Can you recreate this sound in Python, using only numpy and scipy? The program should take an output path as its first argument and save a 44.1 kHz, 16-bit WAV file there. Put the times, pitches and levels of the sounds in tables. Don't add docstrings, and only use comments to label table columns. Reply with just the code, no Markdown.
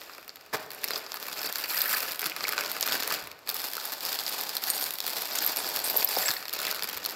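import sys
import numpy as np
from scipy import signal
from scipy.fft import rfft, irfft
from scipy.io import wavfile
from scipy.ndimage import uniform_filter1d

SR = 44100
rng = np.random.default_rng(int(sys.argv[2]) if len(sys.argv) > 2 else 0)


def pcm_store(signal):
    levels = np.round(np.clip(np.atleast_2d(signal), -1, 1) * 32767)
    wavfile.write(sys.argv[1], SR, levels.astype(np.int16).T)


N = 315315
T = np.arange(N) / SR
FIRM_DB = -35.5


def from_db(db):
    return 10 ** (np.asarray(db) / 20)


def rms_one(x):
    return x / np.sqrt(np.mean(x ** 2) + 1e-20)


def in_time(rows):
    s, *columns = np.transpose(rows)
    return [np.interp(T, s, column) for column in columns]


def at_hz(points, hz):
    knots, values = np.transpose(points)
    return np.interp(np.log(hz + 1), np.log(knots), values)


def colour(x, spectrum, low_hz=20, high_hz=18000, size=4096):
    hz = np.arange(size // 2 + 1) * SR / size + 1
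    edges = np.sqrt((1 + (low_hz / hz) ** 12) * (1 + (hz / high_hz) ** 16))
    gain = from_db(at_hz(spectrum, hz)) / edges
    cepstrum = irfft(np.log(rms_one(gain) + 1e-4))[:size // 2]
    cepstrum[1:] *= 2
    response = irfft(np.exp(rfft(cepstrum, size)))
    return signal.oaconvolve(x, response)[:N]


def random_clicks(per_s, spread_db, cap):
    strength_db = spread_db * np.minimum(rng.exponential(1, N), cap)
    return (rng.random(N) < per_s / SR) * from_db(strength_db)


def bursts(clicks, t60):
    power_decay = from_db(-120 / (t60 * SR))
    power = signal.lfilter([1], [1, -power_decay], clicks ** 2 + 1e-18)
    return np.sqrt(power) * rng.choice([-1, 1], N)


def ring(clicks, hz, t60):
    r = from_db(-60 / (t60 * SR))
    w = 2 * np.pi * min(hz, SR / 2 - 1) / SR
    return signal.lfilter([0, np.sin(w)], [1, -2 * r * np.cos(w), r * r], clicks + 1e-18)


def steady(x, size=1500):
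    power = uniform_filter1d(uniform_filter1d(x ** 2, size), size)
    return x / np.sqrt(np.maximum(power, 1e-12))


def dealt_rings(knocks, modes, t60):
    signed = knocks * rng.choice([-1, 1], N)
    dealt = rng.integers(0, len(modes), N)
    rings = sum(from_db(db) * ring(signed * (dealt == k), hz, t60) for k, (hz, db) in enumerate(modes))
    return steady(rings)


# [start t/s, end t/s, crinkling level/dB at start, crinkling level/dB at end,
# sliding level/dB relative to film, fine ticking level/dB relative to film]
MOVES = [(0.0, 0.496, -49, -61.5, -5, -5), (0.55, 0.604, -43, -45.5, -4.5, -5.5),
         (0.725, 0.964, -50, -39.5, -5.5, -7), (1.093, 1.464, -48, -36.5, -8, -4.5),
         (1.537, 1.644, -40, -38.5, -11, -3), (1.682, 1.95, -37, -32.5, -13, 1),
         (2, 2.128, -36, -38.5, -9.5, -2.5), (2.228, 2.313, -37.5, -41.5, -9.5, -8.5),
         (2.37, 2.853, -39, -39, -7.5, -6.5), (2.861, 2.943, -33, -31, -9, -6.5),
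         (2.99, 3.115, -44.5, -31.5, -8, -7), (3.484, 3.505, -37.5, -39, -5, -5),
         (3.556, 3.684, -38, -40, -11.5, -1), (3.741, 3.931, -44, -38, -10.5, -3),
         (4.015, 4.12, -38, -34.5, -11, -3), (4.177, 4.208, -39, -35.5, -10, -2.5),
         (4.272, 4.403, -38, -35, -11, -3.5), (4.435, 4.578, -38, -40.5, -10, -3.5),
         (4.628, 4.833, -37.5, -36.5, -11, 0), (4.86, 4.92, -40, -41, -11.5, 0),
         (5.04, 5.527, -36.5, -35.5, -10, -3), (5.57, 5.808, -37, -36, -8, -3.5),
         (5.843, 6.024, -35.5, -36.5, -8.5, 1), (6.093, 6.306, -34.5, -34, -12, 1),
         (6.359, 6.39, -45, -42.5, -8, -10), (6.53, 6.55, -37, -37, -8.5, -7),
         (6.59, 6.726, -35.5, -37, -9, -8.5), (6.75, 6.842, -41, -42, -8.5, -6),
         (6.88, 6.988, -39, -44, -9.5, -8), (7.025, 7.144, -40, -42.5, -5, -9)]
GRIP_DB_PER_S, SETTLE_DB_PER_S = 695, 119
RESTING_DB = -58


def handling():
    t = T[::32]
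    levels = np.full((3, len(t)), RESTING_DB) + np.array([[-3], [0], [-8]])
    for start, end, start_db, end_db, heap_db, tick_db in MOVES:
        effort = np.interp(t, [start, end], [start_db, end_db])
        effort = effort - GRIP_DB_PER_S * np.maximum(start - t, 0)
        effort = effort - SETTLE_DB_PER_S * np.maximum(t - end, 0)
        levels = np.maximum(levels, effort + np.array([[heap_db], [0], [tick_db]]))
    return [np.interp(T, t, level) for level in levels]


def unevenness(per_s=45, spread_db=1.5):
    knots = rng.standard_normal(1024)
    return spread_db * np.interp(T * per_s, np.arange(len(knots)), knots)


def avalanches(per_s, clump_db):
    knots = rng.standard_normal(4096)
    surge = from_db(clump_db * np.interp(T * per_s, np.arange(len(knots)), knots))
    return surge / surge.mean()


def crinkle(folds, film_db, t60, scatter_db, rub, gentle_db=-46, gentle_rub=1.0):
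    rub = rub + gentle_rub * np.clip((gentle_db - film_db) / 4, 0, 1)
    flips = folds * from_db(scatter_db * rng.standard_normal(N))
    grains = steady(bursts(flips, t60), size=2200)
    return steady(grains + rub * rng.standard_normal(N), size=2200)


def beads(per_s, t60, count=26):
    pitches = np.linspace(1000, 6000, count) + rng.normal(0, 48, count)
    knocks = random_clicks(per_s, spread_db=-1.5, cap=3.3)
    return dealt_rings(knocks, [(hz, 0) for hz in pitches], t60)


# [t/s, share 0-1]
LYING_FLAT = [(3.2, 0.12), (3.9, 0.68), (6.2, 0.73), (6.5, 0.1)]
# [f/Hz, level/dB per Hz]
FILM_HELD = [(900, -4.5), (1300, 2.5), (1800, 0), (2100, -1.5), (2600, 1), (3050, -4), (3700, -5),
             (4800, 1), (5400, -3.5), (6200, -8), (7300, -4), (8700, -14.5)]
FILM_FLAT = [(900, 2.5), (1200, -5), (1800, -2), (2600, -5), (3050, -5.5), (3500, 1), (3850, -1),
             (4400, 4.5), (5200, 2), (6200, -6.5), (7200, -3.5), (8700, -5.5)]
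FILM_TREBLE = [(8000, -5.5), (9000, -6.5), (11000, -2.5), (12200, 2), (13200, 4.5), (14200, 1.5),
               (15000, -0.5), (16000, -8)]


def bag(folds, film_db, treble_gain, bead_share):
    flat = np.clip(in_time(LYING_FLAT)[0], 0, 1)
    share = np.clip(bead_share, 0, 1)
    hanging_film = np.sqrt(1 - share) * crinkle(folds, film_db, t60=0.013, scatter_db=3.0, rub=0.076)
    body = hanging_film + np.sqrt(share) * beads(per_s=420, t60=0.014)
    held = colour(from_db(film_db - 2.0) * np.sqrt(1 - flat) * body, FILM_HELD, low_hz=850, high_hz=8900)
    body = crinkle(folds, film_db, t60=0.0077, scatter_db=1.5, rub=0.78)
    lying = colour(from_db(film_db - 0.15) * np.sqrt(flat) * body, FILM_FLAT, low_hz=644, high_hz=7960)
    ticks = treble_gain * crinkle(folds, film_db, t60=0.0067, scatter_db=2.5, rub=0.69)
    return held + lying + colour(ticks, FILM_TREBLE, low_hz=7600)


# [f/Hz, level/dB relative to each other]
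LINKS = [(7420, 7), (8470, -2), (10170, -6), (11650, -15), (12290, 10), (12600, 9), (12810, -9),
         (13050, 12), (13230, -34), (13400, 6), (13610, 12), (13950, -7), (14400, -14), (15360, 7)]


def chains(surge, per_s, t60):
    return dealt_rings(random_clicks(per_s * surge, spread_db=10.0, cap=1.0), LINKS, t60)


# [f/Hz, level/dB per Hz]
HEAP = [(25, -26), (60, -20), (100, -16), (170, -8.5), (270, -3), (400, 0.5), (650, 1.5), (900, -2)]


def heap(folds, film_db, slide_db):
    slide = from_db(slide_db - 0.67) * crinkle(folds, film_db, t60=0.023, scatter_db=1.5, rub=0.5)
    return colour(slide, HEAP, high_hz=1054)


# [f/Hz, level/dB per Hz]
ROOM_TONE = [(25, -5), (100, 2), (400, 4), (1300, 5), (5000, -13), (9000, -44), (16000, -23)]


def room_tone(level_db=-61.5):
    return from_db(level_db) * colour(rng.standard_normal(N), ROOM_TONE)


def snaps(times, level_db, tone, t60, size=600, window_s=.004):
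    raw = rng.standard_normal((len(times), size)) * from_db(-60 * T[:size] / t60)
    out = np.zeros(N + SR)
    for s, db, burst in zip(times, level_db, signal.fftconvolve(raw, tone[None, :size], axes=1)):
        start = round(s * SR)
        scale = np.sqrt(window_s * SR) / np.linalg.norm(burst)
        out[start:start + len(burst)] += from_db(db) * scale * burst
    return out[:N]


SMALL_CREASES_PER_S = 45
SMALL_CREASE_DB, SMALL_CREASE_SPREAD_DB = -1.5, 4
SMALL_CREASE_BODY_DB, SMALL_CREASE_BRIGHT_DB = -7.5, 1


def small_creases(film_db, brightness_spread_db=3, count=900):
    when, chance = rng.random((count, 2)).T
    strength, brightness = np.clip(rng.standard_normal((count, 2)).T, -2, 1)
    s = when * T[-1]
    effort_db = np.minimum(np.interp(s, T, film_db), FIRM_DB)
    level_db = effort_db + SMALL_CREASE_DB + SMALL_CREASE_SPREAD_DB * strength
    body_db = np.full(count, SMALL_CREASE_BODY_DB)
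    bright_db = SMALL_CREASE_BRIGHT_DB + brightness_spread_db * brightness
    rows = np.column_stack([s, level_db, body_db, bright_db])
    per_s = SMALL_CREASES_PER_S * from_db(.3 * (effort_db - FIRM_DB))
    return rows[chance < per_s * T[-1] / count]


# [t/s, middle register level/dB, low body level/dB relative to middle
# (before a small cut), bright top level/dB relative to middle]
CREASES = [(0.016, -42.5, 1, -14), (0.0961, -49.5, 11, -10), (0.135, -46, -11, -12), (0.181, -48, 7.5, 0.0),
           (0.228, -52, 4, -4.0), (0.279, -48.0, 4.5, 6.5), (0.293, -36.0, -11, -17.5),
           (0.3579, -45, -3, 2.0), (0.3693, -49.0, 0.0, -13.5), (0.4105, -49.5, -2, -4.5),
           (0.627, -47.5, 0.5, -3), (0.705, -38, -5, -2.5), (0.7164, -42.5, -1, 3), (0.7335, -49.5, 3, 9),
           (0.7478, -49.5, -1, 10), (0.835, -40.5, 4.5, -2.5), (0.8419, -29, -2.5, 5),
           (0.8845, -31, -15, -7), (0.9066, -32, 3, 0.5), (0.9589, -32.5, -6, -7), (0.9745, -39, -13, -3.0),
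           (0.9847, -49, -1.0, 9.0), (1.0642, -38.5, -4.5, -13), (1.1191, -32, -6.5, -9.5),
           (1.142, -37.5, 3.5, 4.5), (1.1592, -40, -16, 1.5), (1.1698, -39.5, 3, -4.5),
           (1.2271, -36.0, -2, -2), (1.2844, -42, 8, 5.5), (1.331, -37.0, -11.5, -15.5),
           (1.4311, -33.5, -10, -0.5), (1.5256, -34.5, -12.5, 5), (1.557, -28, -4, -3),
           (1.584, -38.5, -12, 7.5), (1.697, -34.5, -15, 0), (1.8173, -29.5, -18, 10.5),
           (2.1933, -33, -5, 6), (2.2085, -37, -2, 2), (2.2169, -34, -0.5, 4), (2.2294, -39.5, 10.5, -4.0),
           (2.242, -35, -3, 5), (2.257, -31, -7, 0), (2.2615, -27.5, -2.5, -1), (2.2683, -33, -7.5, 2),
           (2.2975, -37, -14, 4.0), (2.3638, -34.5, 0.5, 0), (2.4071, -32.0, 0, -13),
           (2.4403, -26.5, -4, -19), (2.4818, -30.5, -1, 1.0), (2.4907, -31.0, 2, 5.5),
           (2.5242, -32, 1, 2.0), (2.5794, -26.5, 2.5, -14.5), (2.5885, -31.5, 3, -7),
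           (2.6085, -30, -1, -1), (2.6482, -36, -0.5, -11.0), (2.6602, -32.0, -14, -8.0),
           (2.7156, -34.5, -5.5, 7.5), (2.7491, -41, 2.5, -6), (2.766, -37.5, 6.5, 1.0),
           (2.8094, -30.5, -8.5, 6), (2.827, -22, -11, -10.5), (2.8668, -38, 3, 8), (2.8755, -32, 4, 3.5),
           (2.886, -30, -9, -8.5), (2.922, -24, -8.5, -7), (2.9295, -32, -5, 0), (3.0016, -34.5, -8.5, 2.5),
           (3.0238, -29, -2, -11.5), (3.0334, -31, -6.0, 0.0), (3.076, -34.0, 4, 7.5),
           (3.124, -32.5, -0.5, 5.0), (3.14, -30.5, -15, 0), (3.2722, -43.5, 4.5, 3), (3.3148, -41, -2, -3),
           (3.474, -36.5, -3, -4.5), (3.491, -28, -15.5, 3.0), (3.4995, -30, -9, 1), (3.5137, -43, 3, 9.0),
           (3.5437, -36.5, -9, 8.5), (3.566, -34, -18, 2.0), (3.596, -35.5, -13, -2), (3.734, -35, -5, 4.0),
           (3.7528, -34.5, -11, -1.5), (3.7673, -35.0, -1, 2.5), (3.7999, -34.5, -13, -15.0),
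           (3.8534, -39.5, -9, 10), (3.9205, -40.0, -1, 7), (4.0067, -35, -11, -1.5),
           (4.0517, -38.0, -7.5, 4.0), (4.1889, -28, -11.5, -7), (4.1974, -34, -10.0, -2.5),
           (4.2643, -27.5, -12, -10), (4.2787, -31, -12, -2.0), (4.295, -40, -5, 7.5),
           (4.324, -34, -6.0, -1.5), (4.4108, -46, -2.5, 17), (4.4924, -31.5, -11.0, -5),
           (4.5527, -37, -6, 6.0), (4.5672, -25.5, -12, 0.0), (4.6378, -29, -12, -0.5),
           (4.8116, -32.0, -14, 0), (4.8402, -30, -11.0, 1.0), (4.8651, -36, -4, -7.5),
           (4.9067, -33.5, -6.0, 4.0), (4.9374, -43.5, -4.5, 13.0), (4.9545, -37, -10.0, -1.5),
           (4.9853, -34, -6.5, 0.5), (5.0033, -27, -11.5, -3.5), (5.0652, -33.0, -12.5, 5),
           (5.0785, -31.5, -5, 3), (5.1022, -35, -15, -0.5), (5.1826, -38, -3, -1.5),
           (5.2208, -42, -3.5, 12), (5.356, -30, -6, 2.0), (5.3871, -26, -11, -4.5),
           (5.52, -42.5, -7.0, 12), (5.5615, -33, -11.0, 5.0), (5.5699, -30, -12, 5.0),
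           (5.6444, -33.5, -3, -4.5), (5.6758, -33.0, -4, -5), (5.6888, -41, -4.5, 13),
           (5.7615, -29.5, -13, 4.5), (5.7697, -30.5, -5.5, -3.5), (5.8987, -30.0, -8, 1.0),
           (5.964, -31.5, -10, 2), (6.0267, -28, -18, -2), (6.0896, -39, -9.5, 12),
           (6.187, -30.5, -19, 4.5), (6.2823, -29.5, -3, -8), (6.2874, -29, -4, -5.5), (6.306, -31, -7, -2),
           (6.313, -28, -14, -0.5), (6.4261, -37.5, 0, -9.5), (6.4544, -35.5, -1.5, -5),
           (6.4818, -34, -6, -2), (6.4942, -34, -8, -3.0), (6.5287, -34, -16, 3), (6.5356, -32.5, -18, 5),
           (6.5486, -34, -16, -12), (6.5899, -32.5, -23, -1.0), (6.6015, -31.5, -12, -4.0),
           (6.6165, -39, -3.5, 8), (6.6313, -37.5, -6, -2.0), (6.6507, -33, -3, -1.5),
           (6.668, -28.5, -12, -3.5), (6.6914, -40, -3.5, -1), (6.7123, -29.5, -17, 3.5),
           (6.7257, -37.5, 4, -3.5), (6.746, -36, -4, 3.5), (6.7617, -41.0, -2, 5.0),
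           (6.7935, -36.0, 0.5, -3.5), (6.8239, -27.5, -5.5, -7), (6.834, -35, -15, 6),
           (6.842, -32, -1.5, 1), (6.8734, -44, -14, 0.5), (6.8892, -34.5, -3.5, 2), (6.93, -37.5, -15, 3),
           (6.9673, -42, -0.5, 6), (6.9736, -35.5, 1, 4), (7.05, -27.5, -13, -7.5),
           (7.0604, -28, -14.5, 2.5), (7.097, -36.5, -15, -8)]
FOLLOW_S, FOLLOW_JITTER_S, FOLLOW_LOSS_DB = 0.008, 0.005, 12


def neighbours():
    s, db, body_db, bright_db = np.transpose(CREASES)
    delay_s = FOLLOW_S + FOLLOW_JITTER_S * rng.uniform(-1, 1, len(s))
    return np.column_stack([s + delay_s, db - FOLLOW_LOSS_DB, body_db, bright_db])


def creases(film_db):
    s, db, body_db, bright_db = np.vstack([CREASES, neighbours(), small_creases(film_db)]).T
    tap = signal.unit_impulse(1024)
    low_tone = colour(tap, FILM_HELD, low_hz=400, high_hz=2770)
    mid_tone = colour(tap, FILM_FLAT, low_hz=2850, high_hz=7350)
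    top_tone = colour(tap, FILM_TREBLE, low_hz=8100)
    low = snaps(s, db - 0.5 + body_db, low_tone, t60=0.012)
    mid = snaps(s, db, mid_tone, t60=0.0095)
    top = snaps(s, db + bright_db, top_tone, t60=0.0095)
    return low + mid + top


# [t/s, peak level/dB before the common trim, f/Hz]
THUDS = [(0.185, -37.5, 400), (.906, -32, 302), (2.23, -31, 400), (2.259, -34.5, 200), (2.593, -44, 148),
         (2.872, -38, 310), (3.091, -43, 197), (3.225, -51, 71), (3.319, -57, 94), (3.49, -46, 161),
         (5.763, -33, 443), (5.954, -27, 480), (6.023, -26.5, 486), (6.169, -36, 423), (6.182, -42, 118),
         (6.292, -38, 156), (6.831, -47, 130), (6.95, -49, 96.4)]


def thuds(cycles, level_db):
    out, t = np.zeros(N + SR), T[:SR // 3]
    for s, db, hz in THUDS:
        band = signal.butter(2, [hz / 1.32, hz * 2.12], "band", fs=SR, output="sos")
        bump = signal.sosfilt(band, rng.standard_normal(len(t)) * from_db(-60 * t * hz / cycles))
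        start = round(s * SR)
        out[start:start + len(t)] += from_db(level_db + db) * bump / np.abs(bump).max()
    return out[:N]


# [f/Hz, level/dB per Hz]
POP = [(40, -41), (100, -4.5), (300, -1), (700, 5.5), (1700, 4), (2200, -2), (3500, -10), (5000, -6),
       (6200, -13.5), (9500, -19), (13000, -11), (16000, -17)]
SEAL_START_S, SEAL_POP_S, SEAL_DB = 0.529, 0.549, -23.5
SEAL_SWELL_DB_PER_S, SEAL_FALL_DB_PER_S = 552, 1498
RIBS_START_S, RIBS_END_S, RIBS_PER_S, RIBS_DB = 0.535, 0.559, 2000, -37.5


def seal():
    swell_db = SEAL_SWELL_DB_PER_S * (SEAL_POP_S - T)
    fall_db = SEAL_FALL_DB_PER_S * (T - SEAL_POP_S)
    level_db = np.maximum(SEAL_DB - np.maximum(swell_db, fall_db), -200)
    noise = from_db(level_db) * (T > SEAL_START_S) * rng.standard_normal(N)
    pop = colour(noise, POP, low_hz=110)
    ribs = steady(bursts(random_clicks(RIBS_PER_S, spread_db=5, cap=3), t60=0.003))
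    ribs = ribs * (T > RIBS_START_S) * (T < RIBS_END_S)
    return pop + from_db(RIBS_DB) * colour(ribs, POP, low_hz=4240)


# [t/s, level/dB before the common trim, f/Hz]
CLACKS = [(0.9138, -22.5, 4040), (0.9347, -19, 4740), (0.958, -18, 5120), (1.392, -23.5, 5200),
          (1.4484, -20.5, 4640), (1.4727, -22, 4600), (1.639, -18.5, 4820), (1.703, -22, 4350),
          (1.744, -20.5, 1810), (1.806, -20, 4320), (1.809, -19, 5300), (1.845, -27, 1350),
          (1.858, -20.5, 1800), (1.866, -24, 1700), (1.933, -22, 1860), (1.9402, -16.5, 1640),
          (1.946, -21, 4700), (1.9507, -23, 1310), (1.965, -22, 2380), (2.3188, -23, 2480),
          (2.451, -18, 2190), (2.532, -20, 1480), (2.62, -25, 2170), (3.112, -18, 1180),
          (3.78, -23.5, 1310), (4.701, -21, 4300), (5.318, -22, 4800), (5.9421, -19.5, 588),
          (5.957, -20, 510), (6.0062, -19, 4500), (6.0225, -22, 2550), (6.075, -20, 5000),
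          (6.1652, -17.5, 5030), (6.168, -21, 796), (6.171, -13.5, 535), (6.2322, -23, 1780),
          (6.256, -23, 2100), (6.269, -27.5, 2360), (6.2824, -15.5, 5240), (6.2874, -19.5, 1740),
          (6.29, -26, 1150), (6.305, -18, 4240), (6.307, -22, 1850), (6.365, -24, 1890), (6.367, -21, 4470),
          (6.675, -25, 2060)]
# [ratio to its pitch, level/dB]
CLACK_MODES = [(0.86, -13.5), (1, -1), (1.17, -9.5)]


def clacks(t60, level_db, rise_s=0.00027, detune=0.027):
    out, t = np.zeros(N + SR), T[:SR // 10]
    for s, db, hz in CLACKS:
        start = round(s * SR)
        swing = 0
        for ratio, mode_db in CLACK_MODES:
            mode_hz = hz * ratio * (1 + detune * rng.normal())
            swing = swing + from_db(mode_db) * np.sin(2 * np.pi * (mode_hz * t + rng.random()))
        envelope = from_db(level_db + db - 60 * t / t60) * (1 - np.exp(-t / rise_s))
        out[start:start + len(t)] += envelope * swing
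    return signal.sosfilt(signal.butter(2, 300, "high", fs=SR, output="sos"), out[:N])


# [t/s, blow level/dB, name of the piece]
CLINKS = [(1.788, -30, "charm"), (1.7905, -23, "charm"), (1.806, -25.5, "charm"), (1.858, -23, "charm"),
          (1.879, -25, "charm"), (4.239, -37, "clasp"), (4.701, -19.5, "ring"), (4.7015, -21.5, "charm"),
          (4.7452, -33.5, "ring"), (4.756, -31, "ring"), (4.811, -26, "charm"), (4.832, -28, "ring"),
          (5.385, -20, "clasp"), (5.4244, -22.5, "charm"), (5.4474, -20, "charm"), (5.4638, -17, "charm"),
          (5.4757, -20, "charm"), (5.584, -30, "hoop"), (5.8417, -26.5, "hoop"), (5.9008, -22, "charm"),
          (5.967, -17, "charm"), (5.9727, -13, "charm"), (6.0463, -12, "charm"), (6.2604, -20.5, "pendant"),
          (6.3783, -46, "ring")]
PIECES = {"charm": [(12750, 0, .022), (13400, -3, .012), (14020, -6, .02)], "ring": [(6940, -8, .05),
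          (8500, -6, .06), (9517, -2.5, .06), (13135, -3, .03)], "hoop": [(8455, -1, .11), (9968, -3, .14),
          (12400, -8, .06)], "clasp": [(6900, -1, .025), (8300, -9, .03)], "pendant": [(7695, 0, .11),
          (7705, -25, .6)]}
CLINK_DETUNE = 0.002
TWIN_APART_HZ, TWIN_DB, TWIN_DECAY_SHARE = 159, -6.5, 0.35


def clinks():
    out, t = np.zeros(N + SR), T[:SR // 2]
    for s, blow_db, piece in CLINKS:
        start = round(s * SR)
        for hz, db, t60 in PIECES[piece]:
            strength_db, detune, apart = rng.standard_normal(3)
            hz = hz * (1 + CLINK_DETUNE * detune)
            twin_hz = hz + TWIN_APART_HZ * np.sign(apart)
            main = from_db(-60 * t / t60) * np.sin(2 * np.pi * hz * t)
            twin_decay = from_db(TWIN_DB - 60 * t / (t60 * TWIN_DECAY_SHARE))
            twin = twin_decay * np.sin(2 * np.pi * twin_hz * t)
            out[start:start + len(t)] += from_db(blow_db + db + strength_db) * (main + twin)
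    return signal.sosfilt(signal.butter(2, 3000, "high", fs=SR, output="sos"), out[:N])


# [f/Hz, t/s]
ROOM_T60 = [(100, 1), (1000, 0.99), (5000, 0.4), (16000, 0.085)]
# [f/Hz, level/dB]
ROOM_SEND = [(100, -8.5), (1000, -6), (5000, -10.5), (9000, -56), (16000, 4)]


def room(x, first_echo_s=0.0028):
    t, tail = T[:SR // 2], 0
    edges = np.geomspace(70, 17000, 9)
    for low, high in zip(edges, edges[1:]):
        hz = np.sqrt(low * high)
        echoes = rng.standard_normal(len(t)) * from_db(-60 * t / at_hz(ROOM_T60, hz)) * (t > first_echo_s)
        echoes *= from_db(at_hz(ROOM_SEND, hz)) / np.linalg.norm(echoes)
        band = signal.butter(2, [low, high], "band", fs=SR, output="sos")
        tail = tail + signal.sosfilt(band, echoes)
    return signal.oaconvolve(x, tail)[:N]


# [t/s, share 0-1]
CHAIN_SHARE = [(0, 0.34), (1.2, 0.03), (1.8, 0.33), (2.1, 0), (5.1, 0), (5.45, 0.62), (5.7, 0.2),
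               (6.0, 0.25), (6.25, 0.4), (6.5, 0.2)]
BEAD_SHARE, BEADS_WITH_CHAINS = 0.093, 0.31


def scene():
    slide_db, film_db, treble_db = handling() + unevenness()
    metal = np.clip(in_time(CHAIN_SHARE)[0], 0, 1)
    surge = avalanches(per_s=90, clump_db=5)
    folds_per_s = 520 * surge * from_db(.12 * (film_db - FIRM_DB))
    folds = random_clicks(folds_per_s, spread_db=1.0, cap=3.8)
    treble = from_db(treble_db)
    bead_share = BEAD_SHARE + BEADS_WITH_CHAINS * metal
    film = bag(folds, film_db, treble * np.sqrt(1 - metal), bead_share) + creases(film_db) + seal()
    jingle = treble * np.sqrt(metal) * chains(surge, per_s=490, t60=0.024)
    load = heap(folds, film_db, slide_db) + thuds(cycles=14, level_db=-1.5)
    contacts = clacks(t60=0.016, level_db=0.5) + clinks()
    direct = film + jingle + load + contacts
    return (direct + room(direct) + room_tone())[None]


def record(dry, cutoff_hz=15780):
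    return signal.sosfilt(signal.ellip(12, .1, 70, cutoff_hz, fs=SR, output="sos"), dry)


dry = scene()
out = record(dry)
pcm_store(out)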